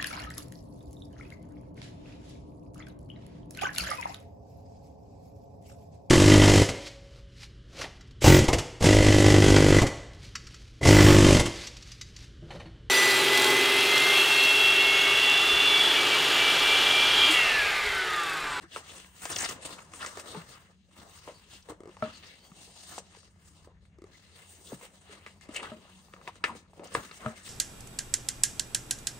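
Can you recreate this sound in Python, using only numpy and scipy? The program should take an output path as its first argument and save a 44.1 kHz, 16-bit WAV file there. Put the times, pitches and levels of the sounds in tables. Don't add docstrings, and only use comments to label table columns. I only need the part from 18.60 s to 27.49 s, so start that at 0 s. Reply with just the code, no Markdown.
import sys
import numpy as np
from scipy import signal
from scipy.fft import rfft, irfft
from scipy.io import wavfile
from scipy.ndimage import uniform_filter1d

SR = 44100
rng = np.random.default_rng(int(sys.argv[2]) if len(sys.argv) > 2 else 0)


def generate_wav(sig):
    pcm = np.round(np.clip(np.atleast_2d(sig).T, -1, 1) * 32767).astype(np.int16)
    wavfile.write(sys.argv[1], SR, pcm)


def to_linear_factor(level_db):
    exponent = np.asarray(level_db, float) / 20
    return 10 ** exponent


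N = 392049
STEP = 32
FREQ = np.maximum(np.arange(N // 2 + 1) * SR / N, 1)
OPPOSITE = np.array([[1], [-1]])


def along(table, hz):
    points = np.array(table)
    return np.interp(np.log(hz), np.log(points[:, 0]), points[:, 1])


def colour(x, table):
    return irfft(rfft(x) * to_linear_factor(along(table, FREQ)), N)


def unit(x):
    return x / np.sqrt(np.mean(x ** 2))


def peak(x):
    return x / np.abs(x).max()


def ring(x, hz, width_hz):
    return signal.lfilter(*signal.iirpeak(hz, hz / width_hz, SR), x)


def steep(x, hz, width_hz):
    return ring(ring(x, hz, width_hz), hz, width_hz)


def walk(rate):
    hold = max(int(SR / STEP / rate), 2)
    levels = np.repeat(rng.standard_normal(N // STEP // hold + 2), hold)
    return uniform_filter1d(levels, hold)[:N // STEP + 1] * np.sqrt(3 / 2)


def swell(db):
    return uniform_filter1d(np.repeat(to_linear_factor(db), STEP), STEP)[:N]


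def fade(t60_s, size, rise_s=0):
    t = np.arange(1, size + 1) / SR
    rise = np.minimum(t / max(rise_s, 1 / SR), 1) ** 2
    return rise * np.exp(-np.log(1000) * t / max(t60_s, .002))


def add(track, s, sound):
    i = int(s * SR)
    track[i:i + len(sound)] += sound[:N - i]


# f/Hz, level/dB
HOUSE_SPECTRUM = [(15, -73), (25, -13), (43, -2.5), (92, 5.5), (123, -10.5), (157, 0), (344, -30),
                  (2610, -52), (4740, -53), (5280, -53), (7400, -57), (8800, -65), (16000, -63)]
# f/Hz, width/Hz, level/dB
FLOOR_BANDS = [(87, 4.5, -77.5), (187, 10.4, -72), (6460, 810, -90)]


def house():
    rumble_db = -67
    mid = unit(colour(rng.standard_normal(N), HOUSE_SPECTRUM))
    side = unit(colour(rng.standard_normal(N), HOUSE_SPECTRUM))
    mid = swell(rumble_db + 2.8 * walk(3.27)) * mid
    for hz, width_hz, db in FLOOR_BANDS:
        wavering = swell(db + 1.7 * walk(2.2))
        mid = mid + wavering * unit(ring(rng.standard_normal(N), hz, width_hz))
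    return to_linear_factor(.6 * OPPOSITE) * mid + to_linear_factor(rumble_db - 10.0) * side * OPPOSITE


def strokes(table, t):
    shoulder = 1.21
    power = 0
    for s, db, rise_s, fall_s in table:
        away = np.where(t < s, (s - t) / max(rise_s, .01), (t - s) / max(fall_s, .01))
        power = power + to_linear_factor(2 * db - 2 * 20 * away ** shoulder)
    return power


def stick_slip():
    chance, strength = rng.random((2, N // STEP + 1))
    jumps = (chance < 35 * STEP / SR) * 3.6 * strength
    slips = signal.lfilter([1], [1, -np.exp(-STEP / SR / 0.016)], jumps)
    return slips - slips.mean() + 1.25 * walk(140)


def fibre_ticks():
    sparse = rng.random(N) < 250 / SR
    size = to_linear_factor(np.minimum(3.5 * rng.exponential(size=N), 14))
    return sparse * size * np.sign(rng.standard_normal(N))


def held_time(now):
    held = now.copy()
    for row in CRACKLES + FLICKS + POPS + BUCKLES + TICKS + KNOCKS:
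        start = row[0] - .022
        held[(now > start) & (now < row[0])] = start
    return held


# t/s of the peak, level/dB, rise/s, fall/s
RUBS = [(0.364, -53, 0.12, 0.14), (0.815, -40, 0.15, .06), (0.893, -42.5, 0.033, 0.06),
        (1.596, -46, 0.063, 0.041), (1.671, -51.5, 0.065, 0.32), (1.891, -58, 0.019, 0.074),
        (2.1, -74, 0.04, 0.06), (2.33, -67, 0.027, 0.08), (2.382, -57, 0.055, 0.046),
        (2.422, -61, 0.044, 0.042), (2.579, -58, 0.28, 0.072), (2.644, -58.5, 0.056, 0.48),
        (2.94, -54, 0.089, 0.1), (3.103, -57, 0.055, 0.042), (3.33, -66, 0.064, 0.11),
        (3.55, -56.5, 0.24, 0.19), (3.707, -61, 0.11, 0.099), (3.866, -62.5, 0.33, 0.074),
        (4.046, -56.5, 0.19, 0.11), (4.24, -60, 0.31, .08), (4.335, -51, 0.13, 0.078),
        (4.38, -47.5, 0.072, 0.03), (4.46, -69, 0.11, 0.08), (4.884, -61.5, 0.13, 0.07),
        (4.969, -66, 0.13, 0.1), (5.917, -59.5, 0.099, 0.23), (6.09, -55, 0.17, 0.12),
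        (6.15, -57, 0.081, 0.019), (6.255, -56, 0.13, 0.047), (6.356, -63, 0.11, 0.063),
        (7.64, -63.5, 0.04, 0.045), (7.965, -57.5, 0.031, 0.065), (8.11, -78, 0.027, .08),
        (8.176, -65, 0.094, 0.068), (8.561, -58, 0.12, 0.13), (8.86, -49.5, 0.048, 0.2)]
# t/s of the peak, level/dB, rise/s, fall/s
SCRAPES = [(0.025, -63, 0.03, 0.051), (0.16, -47.5, 0.061, 0.075), (0.659, -48, 0.08, 0.02),
           (1.053, -51, 0.057, 0.068), (1.122, -49.5, 0.044, 0.051), (1.192, -58.5, 0.061, 0.13),
           (1.467, -51, 0.21, 0.11), (3.44, -53.5, 0.047, 0.047), (3.637, -56, 0.039, 0.095),
           (4.545, -63, 0.13, 0.21), (5.049, -69.5, 0.074, 0.037), (5.253, -76, 0.064, 0.062),
           (5.547, -64.5, 0.12, 0.12), (5.79, -60, 0.11, 0.15), (6.52, -59.5, 0.12, 0.15),
           (6.67, -61, 0.059, 0.1), (6.82, -63, 0.024, 0.079), (6.962, -46, 0.064, 0.036),
           (7.678, -60, 0.047, 0.049), (7.757, -66.5, 0.074, 0.064), (7.842, -55.5, 0.013, 0.12),
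           (8.246, -55.5, 0.02, 0.083), (8.351, -45, 0.045, 0.062), (8.67, -55, 0.15, 0.096),
           (8.72, -70, .06, .08), (8.77, -57.5, 0.035, 0.23)]
# t/s of the peak, level/dB, rise/s, fall/s
DRAGS = [
    (0.29, -53.5, 0.084, 0.31),
    (0.705, -39.5, 0.033, 0.05),
    (0.858, -38.5, 0.27, 0.014),
    (1.35, -58, 0.03, 0.51),
    (1.93, -58, 0.062, 0.13),
    (2.03, -73.5, 0.1, 0.13),
    (5.67, -66.5, 0.19, 0.48),
    (7.03, -54, 0.095, 0.17),
    (7.3, -63, 0.87, 0.55),
    (8.43, -52.5, 0.083, 0.16),
]
# t/s of the peak, level/dB, rise/s, fall/s
FLEXES = [(0.045, -58.5, 0.063, 0.049), (0.2, -76, 0.079, 0.32), (0.7, -60, 0.04, 0.27),
          (0.71, -44.5, 0.028, 0.044), (0.76, -52.5, 0.073, 0.089), (0.9, -52, 0.044, 0.21),
          (1.1, -57, 0.23, 0.24), (1.44, -57.5, 0.15, 0.034), (1.578, -52.5, 0.02, 0.023),
          (1.76, -53, 0.2, 0.12), (1.97, -67.5, 0.15, 0.11), (2.1, -69, 0.025, 0.05),
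          (2.4, -59.5, 0.11, 0.27), (2.68, -61.5, 0.11, 0.14), (3.11, -55, 0.056, 0.066),
          (3.28, -62, 0.18, 0.1), (3.35, -74, .06, 0.092), (3.46, -51, 0.069, 0.11),
          (3.95, -71.5, 0.18, 0.9), (4.38, -66.5, 0.056, 0.25), (5.05, -69, 0.47, 0.2),
          (5.5, -69, 0.32, 0.041), (6.13, -61, 0.18, 0.17), (6.235, -64, 0.053, 0.2),
          (6.51, -66.5, 0.076, 0.39), (7.04, -52, 0.24, 0.17), (7.3, -65.5, 0.41, 0.44),
          (7.57, -66, 0.11, 0.78), (7.87, -50, 0.063, 0.14), (8.23, -58, 0.12, 0.088),
          (8.37, -47.5, 0.049, 0.1), (8.67, -50, 0.1, 0.12)]
SLIDE_HZ = [6200, 2700, 1120, 420]
# hiss level/dB, edge scrape level/dB, sheet flex level/dB, flap level/dB
RUB_COLOUR = (0, -1, -12, -12.5)
SCRAPE_COLOUR = (-0.5, 2.5, -7, -7.5)
DRAG_COLOUR = (-1, -1.5, -8, -13.5)
FLEX_COLOUR = (-32, -11, -2, -1.5)
RESTING_COLOUR = (-99, -79.5, -98, -84)
# f/Hz, level/dB
SHEET = [(50, -10.5), (110, -7), (180, -3), (280, 0.5), (1200, 3.5), (1500, 0.5), (2050, -1.5), (3400, 1),
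         (4000, -3), (7000, -1.5), (9000, 2), (16000, 2)]
# f/Hz, share 0-1
SPREAD = [(100, 0), (500, 0.37), (1200, 0.7), (2500, 0.76), (4500, 1), (6500, 0.8), (8500, 0.2),
          (16000, 0.34)]
# f/Hz, dB per dB
AIR = [(5000, 0.0024), (8000, 0.041), (13000, 0.21)]


def slide():
    grip = stick_slip()
    ticks = fibre_ticks()
    now = np.arange(N // STEP + 1) * STEP / SR
    held = held_time(now)
    power = to_linear_factor(np.array(RESTING_COLOUR))[:, None] ** 2
    for table, bands_db in [(RUBS, RUB_COLOUR), (SCRAPES, SCRAPE_COLOUR),
                            (DRAGS, DRAG_COLOUR), (FLEXES, FLEX_COLOUR)]:
        power = power + to_linear_factor(np.array(bands_db))[:, None] ** 2 * strokes(table, now)
    rows = 10 * np.log10(power)[::-1]
    out, near = 0, walk(4.9)
    for hz in 45 * 2 ** np.arange(0, 8.5, .4):
        place = np.interp(np.log(hz), np.log(SLIDE_HZ[::-1]), np.arange(4))
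        low = min(int(place), 2)
        curve = rows[low] + (place - low) * (rows[low + 1] - rows[low])
        db = np.minimum(curve, np.interp(held, now, curve))
        db = db + along(AIR, hz) * (np.clip(db + 56, -12, 3) + 5 * walk(8.3))
        near = .85 * near + np.sqrt(1 - .85 ** 2) * walk(12)
        patches = 1.07 * near + 2.63 * walk(30) + 2.64 * walk(5.5)
        db = db + along(SHEET, hz) + grip + patches - 8.0
        share = np.clip(along(SPREAD, hz), 0, 1)
        noise = rng.standard_normal((2, N)) + [[1.5], [0]] * ticks
        mid, side = unit(steep(noise, hz, hz / 2.13))
        out = out + swell(db) * (mid + share * side * OPPOSITE) / np.sqrt(1 + share ** 2)
    return out


# t/s, peak level/dB, ring f/Hz, t60/s
TAPS = [(0.038, -47, 335, 0.094), (2.315, -62, 180, 0.04), (2.387, -50, 232, 0.047),
        (2.429, -53, 218.6, 0.019), (3.098, -44, 311, 0.15), (3.119, -40.5, 440, 0.029),
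        (3.204, -39, 367, 0.027), (3.234, -42, 390, 0.014), (3.256, -42, 420, 0.023),
        (3.274, -42, 366, 0.047), (3.291, -43.5, 366, 0.055), (3.917, -46.5, 177, 0.065),
        (4.402, -50, 560, .03), (4.57, -52, 440, 0.03), (5.385, -47, 364, 0.054),
        (5.419, -41.5, 342, 0.036), (5.44, -42.5, 392, 0.035), (6.494, -50.5, 419, 0.14)]
# t/s, peak level/dB, ring f/Hz, t60/s
FLOPS = [
    (1.748, -40, 422, 0.13),
    (1.749, -41, 892, .08),
    (1.753, -44, 187, 0.084),
    (1.772, -36.5, 172, 0.14),
    (1.803, -47, 168, 0.07),
    (6.128, -45.5, 137, 0.18),
    (6.89, -37, 300, 0.045),
]


def taps():
    out, t = np.zeros(N), np.arange(8192) / SR
    for s, peak_db, hz, t60_s in TAPS + FLOPS:
        over = 0.45 * np.sin(2 * np.pi * 1200 * t) + 0.19 * np.sin(2 * np.pi * 2150 * t)
        note = np.sin(2 * np.pi * hz * t) + over * fade(0.025, size=8192)
        note = peak(note * fade(t60_s, size=8192, rise_s=0.0019))
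        tick = ring(rng.standard_normal(8192), 5000, 8700) * fade(0.017, size=8192, rise_s=0.00058)
        add(out, s, to_linear_factor(peak_db) * (note + 0.27 * tick))
    return out


# t/s of the peak, level/dB, centre f/Hz, length/s
ZIPS = [(0.045, -59, 1300, .03), (0.235, -60, 1320, 0.026), (0.912, -45, 1260, 0.031),
        (6.239, -58, 503, 0.039), (4.324, -59, 1150, 0.031), (1.19, -52, 1200, .015),
        (2.956, -62.5, 3000, .05), (0.142, -48, 3300, 0.036), (0.299, -57, 3150, 0.073),
        (0.724, -43.5, 5860, 0.022), (0.74, -48, 3420, 0.032), (0.765, -33, 3330, 0.0038),
        (0.762, -35.5, 5940, 0.0038), (0.789, -39, 6050, 0.011), (0.808, -37, 7070, 0.012),
        (0.823, -36.5, 7260, 0.0082), (0.85, -42, 1950, .02), (0.849, -38, 5450, 0.012),
        (0.893, -39, 6030, 0.01), (1.412, -50, 2970, 0.024), (1.431, -44.5, 1430, 0.047),
        (1.43, -55.5, 4970, 0.048), (1.189, -53.5, 2460, 0.011), (2.941, -61.5, 3500, 0.073),
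        (3.028, -59, 5000, 0.0093), (3.638, -65, 2820, 0.028), (6.957, -44, 2980, 0.013),
        (6.963, -33.5, 2830, 0.006), (6.967, -40, 7000, 0.0052), (6.971, -36.5, 2300, 0.0059),
        (6.979, -43.5, 2560, 0.021), (7.002, -50, 2430, 0.027), (7.035, -51, 800, 0.01),
        (7.046, -42.5, 1230, 0.014), (7.057, -47.5, 1600, .01), (7.075, -52.5, 1410, .02),
        (7.025, -51, 350, .02), (7.046, -55.5, 3040, .03), (7.092, -58, 780, .03),
        (7.281, -69, 1280, 0.086), (7.893, -42.5, 1100, 0.031), (7.912, -47.5, 900, .025),
        (7.687, -48, 900, .02), (8.395, -53, 1120, 0.036), (6.08, -60, 3460, 0.058),
        (8.045, -76, 1355, 0.099), (8.245, -55, 9100, 0.0088), (8.274, -54.5, 6100, 0.0089),
        (8.63, -51, 1030, 0.019), (8.679, -65, 8500, 0.032), (8.862, -55, 7950, 0.051),
        (8.348, -44.5, 8850, 0.02), (8.517, -54.5, 4100, 0.0074)]
# t/s of the peak, level/dB, centre f/Hz, length/s
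SQUEAKS = [
    (2.513, -67, 3800, .03),
    (2.596, -72, 3770, .025),
    (2.765, -65, 4500, 0.05),
    (3.552, -60, 4400, 0.05),
    (3.85, -67.5, 4500, .1),
    (3.851, -71, 3230, .1),
    (5.55, -68, 2100, .05),
    (5.668, -82, 4000, .08),
]


def zips():
    out = np.zeros(N)
    for (s, db, hz, length_s), width in [(row, 0.43) for row in ZIPS] + [(row, 0.11) for row in SQUEAKS]:
        half = int(1.5 * length_s * SR)
        t = np.arange(-half, half) / SR
        grit = rng.standard_normal(size=16384) * to_linear_factor(np.minimum(4.0 * rng.exponential(size=16384), 9))
        hiss = unit(steep(grit, hz, width * hz)[2048:2048 + len(t)])
        band = hiss * swell(db + 2.1 * walk(90))[:len(t)]
        add(out, s + t[0], band * np.exp(-(2 * t / length_s) ** 2))
    return out


# t/s, peak level/dB, sheet ring f/Hz, bite level/dB
TICKS = [(0.16, -27.5, 1300, -12), (0.657, -38.5, 596, -1), (0.693, -42, 1200, 7), (0.62, -54, 1630, 6),
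         (0.64, -42, 3800, -3), (0.348, -49, 1110, -9), (0.445, -49, 1800, 0), (2.311, -58, 890, -5),
         (2.415, -51, 900, -6), (4.076, -53, 496, -12), (4.548, -49, 876, -6), (4.63, -55, 1210, -6),
         (4.76, -61, 500, -8), (5.045, -69, 2000, -1), (5.252, -60, 1480, -6), (0.743, -47, 1200, -2),
         (0.858, -40, 2500, 2), (7.669, -46, 1090, -8), (1.408, -44, 1400, 0), (7.029, -43, 1180, -2),
         (6.108, -49, 980, -16), (6.211, -50, 705, 0), (6.961, -42.5, 2840, 9), (7.483, -54, 790, -7),
         (7.526, -55, 1190, -6), (7.536, -39.5, 1290, -10.5), (7.563, -47.5, 1190, -18),
         (7.252, -50.5, 597, -14), (8.096, -63, 700, -3), (8.493, -51, 1500, -2), (8.877, -45, 1280, -1)]
CRACKLES = [(0.653, -31.5, 688, 5), (0.7625, -41, 577, 10), (0.888, -39, 1260, 11), (1.335, -39, 1180, 0.5),
            (1.447, -31.5, 1230, -10), (1.461, -38, 1140, 11.5), (1.571, -40, 404, 4.5),
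            (1.596, -48, 577, 14), (6.81, -62, 755, 18), (6.945, -50.5, 1210, 17),
            (7.755, -50.5, 1390, 0.5)]
FLICKS = [
    (1.05, -42, 1250, -4),
    (1.125, -42, 1190, -3),
    (6.662, -39, 1167, 3),
    (7.675, -35.5, 864, 2.5),
    (7.839, -22, 1380, 3),
    (8.194, -41, 423, -7),
    (8.511, -40.5, 1300, -2),
]
POPS = [(1.746, -37, 910, -9), (3.367, -45, 900, -5.5), (3.916, -50, 1030, -18), (4.379, -32.5, 664, -20.5),
        (6.13, -39, 298, -25), (7.613, -45.5, 1190, -13), (7.95, -44, 384, -6), (8.132, -50, 635, -18),
        (8.234, -44.5, 520, -8), (8.349, -17, 1200, -36), (8.646, -40, 593, -17)]
BUCKLES = [
    (0.1674, -34, 876, -14),
    (0.699, -44, 600, -10),
    (2.675, -37.5, 573, -19),
    (3.086, -41, 443, -15),
    (5.072, -46.5, 500, -25),
    (7.884, -42, 1210, -16),
]
# edge click level/dB, bright crack level/dB, tail/s
TICK = (0, -5.5, 0.046)
CRACKLE = (-5, 0, 0.097)
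FLICK = (0, -15, 0.1)
POP = (0, -1, 0.062)
BUCKLE = (0, -1, 0.14)
SNAP_KINDS = [(TICKS, TICK), (CRACKLES, CRACKLE), (FLICKS, FLICK), (POPS, POP), (BUCKLES, BUCKLE)]


def snap(hz, bite_db, edge_db, bright_db, tail_s):
    envelope = 0.62 * fade(0.012, size=8192, rise_s=0.0011) + 0.25 * fade(tail_s, size=8192, rise_s=0.0014)
    burst = rng.standard_normal((3, 8192)) * envelope
    burst[:, int(.0012 * SR)] += 3.0
    burst[:, int(.002 * SR)] += 4.0
    sheet = peak(steep(burst[0], hz, 0.84 * hz))
    sheet = sheet + 0.1 * peak(ring(steep(burst[0], hz, hz), hz, 0.07 * hz))
    sheet = sheet + 0.33 * peak(steep(burst[0], 482, 310))
    edge = peak(steep(burst[1], 2050, 1400))
    crack = peak(steep(burst[2], 6500, 6000))
    return peak(sheet) + to_linear_factor(bite_db + edge_db) * edge + to_linear_factor(bite_db + bright_db) * crack


def snaps():
    out = np.zeros(N)
    for rows, (edge_db, bright_db, tail_s) in SNAP_KINDS:
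        for s, peak_db, hz, bite_db in rows:
            add(out, s, to_linear_factor(peak_db) * snap(hz, bite_db, edge_db, bright_db, tail_s))
    return out


# f/Hz, level/dB, t60/s
BOX_MODES = [(223.4, -2.5, 0.17), (440, -11, 0.15), (622, -0.5, 0.14), (945, -22.5, 0.13),
             (1300, -5.5, 0.065), (1425, -16.5, 0.16), (1790, -28, 0.1), (1890, -51, 0.3),
             (2376, -15, 0.11)]


def box(blow):
    out = 0
    for hz, db, t60 in BOX_MODES:
        a, b = rng.standard_normal(2)
        mode = ring(blow, hz * (1 + 0.003 * b), np.log(1000) / np.pi / t60)
        out = out + to_linear_factor(db + 2.4 * a) * np.sign(b) * mode * t60 * 600
    return out


# t/s, peak level/dB, softness/ms, low thump level/dB, ring share 0-1
KNOCKS = [
    (3.422, -20, 0.24, -13, 0.75),
    (6.888, -46, 0.89, -20, 0.9),
    (7.115, -35, 0.61, -11, 0.76),
    (8.647, -45, 0.94, -1, 1),
    (8.659, -21.5, 0.28, -5, 0.51),
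]


def knocks():
    out = np.zeros(N)
    for s, peak_db, soft_ms, thump_db, share in KNOCKS:
        blow = np.zeros(16384)
        push = np.hanning(int(max(soft_ms, .1) * SR / 1000) + 3)
        add(blow, 0, 0.031 * push)
        add(blow, .003, push)
        thump = np.sin(2 * np.pi * 126 * np.arange(16384) / SR) * fade(0.087, size=16384, rise_s=0.0091)
        rattle = rng.standard_normal(16384) * fade(0.02, size=16384, rise_s=0.0021)
        scatter = peak(steep(rattle, 1290, 300) + 0.18 * steep(rattle, 2020, 500))
        blend = share * peak(box(blow)) + (1 - share) * scatter
        add(out, s, to_linear_factor(peak_db) * (blend + to_linear_factor(thump_db) * thump))
    return out


# t/s, peak level/dB, start f/Hz, end f/Hz, t60/s
PUFFS = [
    (6.121, -36.5, 717, 170, 0.11),
    (7.952, -50, 450, 150, 0.074),
    (8.196, -49, 600, 200, 0.039),
    (8.353, -33, 700, 198, 0.046),
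]


def puffs():
    out, t = np.zeros(N), np.arange(8192) / SR
    sag_s = .006
    for s, peak_db, start_hz, end_hz, t60_s in PUFFS:
        hz = end_hz + (start_hz - end_hz) * np.exp(-t / sag_s)
        note = np.sin(2 * np.pi * np.cumsum(hz) / SR)
        add(out, s, to_linear_factor(peak_db) * peak(note * fade(t60_s, size=8192, rise_s=0.0011)))
    return out


# delay/s, share
GAPS = [(.00039, -0.14), (.0011, 0.13)]


def gap_echo(x):
    out, treble = x, ring(x, 7000, 8000)
    now = np.arange(N)
    for gap_s, share in GAPS:
        gap = uniform_filter1d(np.repeat(gap_s * to_linear_factor(.5 * walk(4)), STEP)[:N], STEP)
        late = now - gap * SR
        out = out + share * np.array([np.interp(late, now, port) for port in treble])
    return out


# f/Hz, echo level/dB
WALLS = [(100, -31), (500, -20.5), (1500, -11), (4000, -8), (8000, -6.5), (16000, -31)]


def wall_echo(paper):
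    echo = rng.standard_normal((2, 16384)) * (fade(0.092, size=16384) + 0.16 * fade(0.49, size=16384))
    echo = echo / np.sqrt(np.sum(echo ** 2, axis=1, keepdims=True))
    walls = signal.fftconvolve(colour(paper, WALLS), echo, axes=1)[:, :N]
    return walls * to_linear_factor(1.8 * OPPOSITE)


# f/Hz, phase/rad
PORT_PHASE = [(0, 0), (1120, 0.3), (1550, 2.1), (1890, 0.1), (2330, 2.0), (3010, -0.0), (3270, 1.2),
              (3790, 0.3), (7410, 0.9), (8530, -0.0), (10200, -2.8), (12300, -3.3), (13300, -6.1),
              (15900, -6.6)]
# f/Hz, level/dB
PORT_DB = [(60, 1.0), (110, 1.0), (200, 2.5), (380, 1.0), (700, 3.5), (1290, 2.5), (2380, 1.5), (4400, 4.0),
           (8120, 1.0), (15000, 0.0)]


def scene():
    paper = gap_echo(slide()) + zips() + snaps() + taps() + knocks() + puffs()
    tilt = to_linear_factor(along(PORT_DB, FREQ) / 2) * np.exp(.5j * along(PORT_PHASE, FREQ))
    direct = irfft(rfft(paper) * np.array([tilt, 1 / tilt]), N)
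    return direct + wall_echo(paper) + house()


def band_limit(x):
    return signal.sosfilt(signal.butter(12, 16400, fs=SR, output="sos"), x)


# f/Hz, level/dB
MIC = [(20, -19), (45, 4), (8800, 3), (9800, 1.5), (11000, -24), (12300, -10.5), (13500, -10),
       (15500, -3.5)]
# f/Hz, level/dB
TOP = [(15750, 0), (15900, -80)]


def record(dry):
    heard = colour(colour(dry, MIC), TOP)
    return band_limit(heard)


dry = scene()
out = record(dry)
generate_wav(out)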